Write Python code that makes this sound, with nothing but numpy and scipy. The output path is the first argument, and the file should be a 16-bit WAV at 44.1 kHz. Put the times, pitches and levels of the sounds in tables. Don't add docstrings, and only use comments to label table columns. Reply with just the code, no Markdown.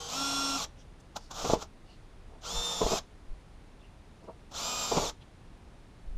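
import sys
import numpy as np
from scipy import signal
from scipy.fft import rfft, irfft, next_fast_len
from scipy.io import wavfile
from scipy.ndimage import uniform_filter1d

SR = 44100
rng = np.random.default_rng(int(sys.argv[2]) if len(sys.argv) > 2 else 0)


def bounce(signal):
    frames = np.transpose(np.atleast_2d(signal))
    limited = np.clip(frames, -1, 1)
    pcm = np.round(limited * 32767).astype(np.int16)
    wavfile.write(sys.argv[1], SR, pcm)


N = 272229
TIME = np.arange(N) / SR
CUTOFF_HZ = 15300


def from_db(db):
    return 10 ** (np.asarray(db) / 20)


def rms_one(x):
    return x / np.sqrt(np.mean(x ** 2) + 1e-20)


def at_hz(spectrum, hz):
    points_hz, db = np.transpose(spectrum)
    return np.interp(np.log(np.maximum(hz, 1)), np.log(points_hz), db)


def colour(x, spectrum):
    size = next_fast_len(N)
    hz = np.arange(size // 2 + 1) * SR / size
    return rms_one(irfft(rfft(x, size) * from_db(at_hz(spectrum, hz)), size)[:N])


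def drift(rate_hz, count):
    size = next_fast_len(count)
    hz = np.arange(size // 2 + 1) * SR / size
    return rms_one(irfft(rfft(rng.standard_normal(size)) / (1 + (hz / rate_hz) ** 2), size)[:count])


def grains(per_s, spread_db):
    sizes = from_db(spread_db * np.clip(rng.standard_normal(N), -2, 2)) * rng.choice([-1, 1], N)
    return rms_one(sizes * (rng.random(N) < per_s / SR))


def swell(s, db, length):
    return from_db(db) * np.exp(-.5 * ((TIME - s) / length) ** 2)


def fade(s, decay_s):
    return np.exp(-np.clip((TIME - s) / decay_s, 0, 20))


def burst(start, end, db, attack_s, release_s):
    return from_db(db) * np.exp(-np.clip((start - TIME) / attack_s, 0, 20)) * fade(end, release_s)


def lag(x, seconds):
    r = np.exp(-1 / (seconds * SR))
    return signal.lfilter([1 - r], [1, -r], x)


def resonate(x, hz, width_hz):
    r = np.exp(-np.pi * width_hz / SR)
    feedback = [1, -2 * r * np.cos(2 * np.pi * hz / SR), r * r]
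    return signal.lfilter(np.array([1, 0, -1]) * (1 - r * r) / 2, feedback, x + 1e-18)


# f/Hz, gain/dB
ROOM_EQ = [(12, -26), (20, 1), (45, -4), (211, -16.5), (357, -20), (603, -25), (733, -25), (796, -25.5),
           (1240, -30), (2690, -35.5), (3180, -37.5), (3460, -37), (9110, -48.5), (9900, -51), (15000, -65)]
# f/Hz, level/dB
WHISTLE = [(9620, -84.5)]

def room_tone(bed_db=-51.5):
    whistle = sum(np.sqrt(2) * from_db(db) * np.sin(2 * np.pi * hz * TIME) for hz, db in WHISTLE)
    return from_db(bed_db) * colour(rng.standard_normal(N), ROOM_EQ) + whistle


# t/s, free shaft speed/Hz, time to sag 1%/s, gear level at reference speed/dB, case trim/dB, tone trim/dB
TRIGGER_PULLS = [(-0.2, 158, 0.6, -38, -6.5, 0), (0.084, 276.6, 0.435, -37.3, -6.5, 0),
                 (1.318, 275, 0.3, -39.8, -2.5, -9), (1.47, 175, 0.3, -31.7, -4.5, -7),
                 (1.565, 210, 0.3, -41, -3, -8), (2.419, 181.2, 0.303, -34.5, -5.5, 0.5),
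                 (2.855, 268, 0.3, -35, -6, -1), (4.524, 248.1, 0.33, -36.3, -6.5, 0)]
# let go/s, brake/s
TRIGGER_RELEASES = [(0.571, 0.643), (1.525, 1.542), (1.62, 1.622), (2.966, 2.983), (5.033, 5.095)]

def motor(force, spin_up_s=0.032, coast_s=0.18, brake_s=0.009, reference_hz=250, stall_db=-1.0):
    speed, gains = np.zeros(N), np.zeros((3, N))
    for press, free_hz, sag_s, gear_db, case_db, tones_db in TRIGGER_PULLS:
        let_go, brake = next(row for row in TRIGGER_RELEASES if row[1] > press)
        on = TIME >= press
        held = np.minimum(TIME[on], let_go) - press
        sag = .01 * (held / sag_s) ** 3
        glide = (speed[on][0] - free_hz) * np.exp(-held / spin_up_s)
        driven = np.maximum(free_hz * (1 - sag) + glide, 0)
        coasting, braking = fade(let_go, coast_s)[on], fade(brake, brake_s)[on]
        speed[on] = driven * coasting * braking
        loudness = (np.minimum(driven, free_hz) / reference_hz) ** 1.63 * np.sqrt(coasting) * braking
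        gains[:, on] = from_db([[gear_db], [gear_db + case_db], [gear_db + tones_db]]) * loudness
    load = lag(force, spin_up_s) / from_db(stall_db)
    return np.maximum(speed * (1 - load), 1e-3), lag(gains, seconds=0.0017)


def slackness(speed, force, glide_per_s=1.3, load_db=-37):
    glide = uniform_filter1d(np.abs(np.gradient(np.log(speed))) * SR, size=600)
    return 1 - 1 / (1 + (glide / glide_per_s) ** 2 + (force / from_db(load_db)) ** 2)


# shaft multiple, level before EQ/dB
ROTOR_TONES = [(1, -12), (2.63, -21), (3, -19), (4, -20), (5, -12.5), (7, -19), (12.36, -15), (15, -17.5)]
# shaft multiple, level before EQ/dB
COMMUTATOR_TONES = [(10, -9), (20, -9), (30, -9.5), (40, -8.5), (50, -8.5), (60, -11), (70, -11)]

def partials(count=72, floor_db=-26, sideband_db=-7.3):
    levels = {multiple: floor_db + 2 * rng.standard_normal() for multiple in range(2, count)}
    for multiple, db in COMMUTATOR_TONES:
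        levels.update({multiple - 1: db + sideband_db, multiple: db, multiple + 1: db + sideband_db})
    return {**levels, **dict(ROTOR_TONES)}


# f/Hz, gain/dB
CASE_EQ = [(60, -42), (160, -4), (320, -12), (450, -6.5), (780, 1.5), (1000, -2), (1330, -1), (1600, -14.5),
           (2400, -57)]
GEAR_EQ = [(900, -18), (1500, -20.5), (2050, -12.5), (2900, -4), (3550, 0.5), (4700, -2.5), (5700, 1.5),
           (7200, -1.5), (8200, -15.5), (9600, -21.5), (11500, -21.5), (13500, -20), (15200, -27)]
# f/Hz, width/Hz, boost/dB
HOUSING_PEAKS = [(275, 24, 16.5), (473, 50, 15), (1100, 60, 8.5), (1380, 110, 13), (2470, 120, 4),
                 (3120, 100, 3), (3410, 70, 7), (3602, 70, 9.5), (4135, 100, 9), (5520, 90, 3),
                 (7375, 110, 8.5), (8270, 250, 11), (9000, 200, 8), (11100, 800, 8), (12350, 400, 7)]

def whine(speed, slack, gain, wobble=.0004, slack_wobble=0.00905, slack_db=-2.0, flutter_db=1.9):
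    tones, on = np.zeros(N), speed > 10
    turning, count = speed[on], on.sum()
    hz = np.arange(SR)
    peaks_db = sum(db / (1 + (2 * (hz - centre) / width) ** 2) for centre, width, db in HOUSING_PEAKS)
    body = from_db(np.maximum(at_hz(CASE_EQ, hz), at_hz(GEAR_EQ, hz)) + peaks_db) * (hz < CUTOFF_HZ)
    waver = (wobble + slack_wobble * slack[on]) * drift(rate_hz=85, count=count)
    shaft = 2 * np.pi * np.cumsum(turning * (1 + waver)) / SR
    for multiple, db in partials().items():
        flutter = flutter_db * drift(rate_hz=22, count=count)
        level = from_db(db + flutter) * body[(multiple * turning).astype(int)]
        tones[on] += level * np.sin(multiple * shaft + 2 * np.pi * rng.random())
    return np.sqrt(2) * gain * from_db(slack_db * slack) * tones


# t/s, level/dB, decay/s
GEAR_KNOCKS = [(1.166, -36.5, 0.008), (1.314, -41.5, 0.0079), (1.627, -45.5, 0.011), (2.418, -58, 0.015),
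               (4.518, -52, 0.018)]

def rattle(speed, gear_gain, case_gain, throb=0.05, sway_db=0.2, gears_db=-2.0, knock_case_db=2.5):
    shaft = 2 * np.pi * np.cumsum(speed) / SR
    teeth = grains(per_s=9000, spread_db=2.34) * (1 + throb * np.cos(shaft))
    gears, case = colour(teeth, GEAR_EQ), colour(teeth, CASE_EQ)
    running = from_db(gears_db) * gear_gain * gears + case_gain * case
    sway = from_db(sway_db * np.sin(shaft / 12))
    knocks = sum(burst(s, s, db, attack_s=0.0045, release_s=decay) for s, db, decay in GEAR_KNOCKS)
    return sway * running + knocks * (gears + from_db(knock_case_db) * case)


# t/s, level/dB, length/s, f/Hz, width/Hz
BRUSHES = [(0.802, -65, 0.028, 3160, 1000), (0.805, -64, .018, 5560, 1800),
           (1.006, -65, 0.0055, 6170, 3980), (1.236, -61.5, 0.036, 4650, 2950),
           (1.92, -65.5, 0.034, 4270, 1700), (1.913, -65, 0.023, 2950, 500), (3.808, -67, 0.011, 3550, 300),
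           (3.848, -67.5, 0.025, 2760, 300), (4.245, -70, .006, 5000, 4000),
           (5.223, -58.5, 0.0085, 3140, 1397)]
# t/s, level/dB, length/s
BUMPS = [(1.498, -35, 0.043), (2.582, -34, 0.025), (2.866, -35, 0.041), (2.945, -33, 0.0084),
         (3.312, -33.5, 0.014), (5.003, -40.5, 0.063), (6.083, -37.5, 0.022), (6.148, -37, 0.023)]
# f/Hz, gain/dB
BUMP_EQ = [(15, 1.5), (35, -0.5), (50, 1), (80, -24), (200, -46), (600, -80)]

def handling():
    friction = rng.standard_normal(N)
    brushes = sum(swell(s, db, length) * rms_one(resonate(resonate(friction, hz, width), hz, width))
                  for s, db, length, hz, width in BRUSHES)
    bumps = sum(swell(*row) for row in BUMPS) * colour(rng.standard_normal(N), BUMP_EQ)
    return brushes + bumps


# f/Hz, width/Hz, gain/dB
LID_MODES = [(97, 183, -2.5), (213, 114, -3.5), (417, 130, -1.5), (425, 127, 2.5), (625, 56, 3),
             (672, 120, -3.5), (850, 40, -2.5), (1080, 94, -38)]

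def lid(force, top_hz=1150):
    rings = sum(from_db(db) * resonate(force, hz, width) for hz, width, db in LID_MODES)
    return signal.sosfilt(signal.butter(7, top_hz, fs=SR, output="sos"), rings)


# t/s, level/dB, length/s
LID_SHIFTS = [(2.346, -56, 0.032), (4.241, -54, 0.014), (4.294, -39, 0.0095)]
# f/Hz, gain/dB
TEARING_EQ = [(900, -14), (1500, -2.5), (2400, -0.5), (4000, -0.5), (7000, -2), (9500, -21), (14000, -33)]

def cutting(force, judder_db=-0.5, crackle_db=-15):
    judder = rms_one(lid(grains(per_s=1100, spread_db=0.5)))
    crackle = from_db(crackle_db) * colour(grains(per_s=4000, spread_db=3.6), TEARING_EQ)
    shifts = sum(swell(*row) for row in LID_SHIFTS)
    return judder * (from_db(judder_db) * force + shifts) + crackle * force


# start/s, end/s, force/dB
HOLES = [(1.445, 1.573, -39.5), (2.81, 2.95, -37), (4.915, 5.048, -37.5)]

def cutting_force():
    grinding = sum(burst(start, end, db, attack_s=0.00443, release_s=0.018) for start, end, db in HOLES)
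    chatter = sum(burst(s, s, db, attack_s=0.003, release_s=0.011) for s, _, db in BITES)
    return grinding + chatter


# t/s, snap peak/dB, chatter force/dB
BITES = [(1.449, -34, -29), (1.4985, -13.5, -30.5), (1.5045, -19, -34), (1.5346, -7.5, -34),
         (1.538, -14, -31), (1.626, -45, -41.5), (2.816, -15.5, -30), (2.8646, -18, -35),
         (2.9185, -19.5, -36), (2.931, -29, -37), (4.9222, -20.5, -27.5), (4.956, -26, -32),
         (4.971, -28, -23), (4.9809, -25, -37.5), (5.02, -28, -44.5), (5.04, -32, -41)]

def snaps(contact_hz=1100):
    kicks = np.zeros(N)
    for s, db, _ in BITES:
        kicks[round(s * SR)] = from_db(db)
    blunt = signal.butter(2, contact_hz, fs=SR, output="sos")
    knock = lid(signal.sosfilt(blunt, signal.unit_impulse(SR // 10)))
    return signal.fftconvolve(kicks, knock / np.abs(knock).max())[:N]


def workshop(x, t60_s=0.19, wall_hz=5000, wet_db=-21):
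    t = TIME[:SR // 2]
    tail = rng.standard_normal(len(t)) * from_db(-60 * t / t60_s) * (t > .005)
    tail = signal.sosfilt(signal.butter(1, wall_hz, fs=SR, output="sos"), tail)
    return x + from_db(wet_db) * signal.fftconvolve(x, tail / np.linalg.norm(tail))[:N]


def scene():
    force = cutting_force()
    speed, (gear_gain, case_gain, tone_gain) = motor(force)
    slack = slackness(speed, force)
    drill = whine(speed, slack, tone_gain) + rattle(speed, gear_gain, case_gain)
    mono = workshop(drill + cutting(force) + snaps() + handling()) + room_tone()
    return np.array([mono, mono])


def record(dry):
    opened = dry * np.minimum(TIME / .003, 1)
    return signal.sosfilt(signal.ellip(10, .2, 70, CUTOFF_HZ, fs=SR, output="sos"), opened)


dry = scene()
out = record(dry)
bounce(out)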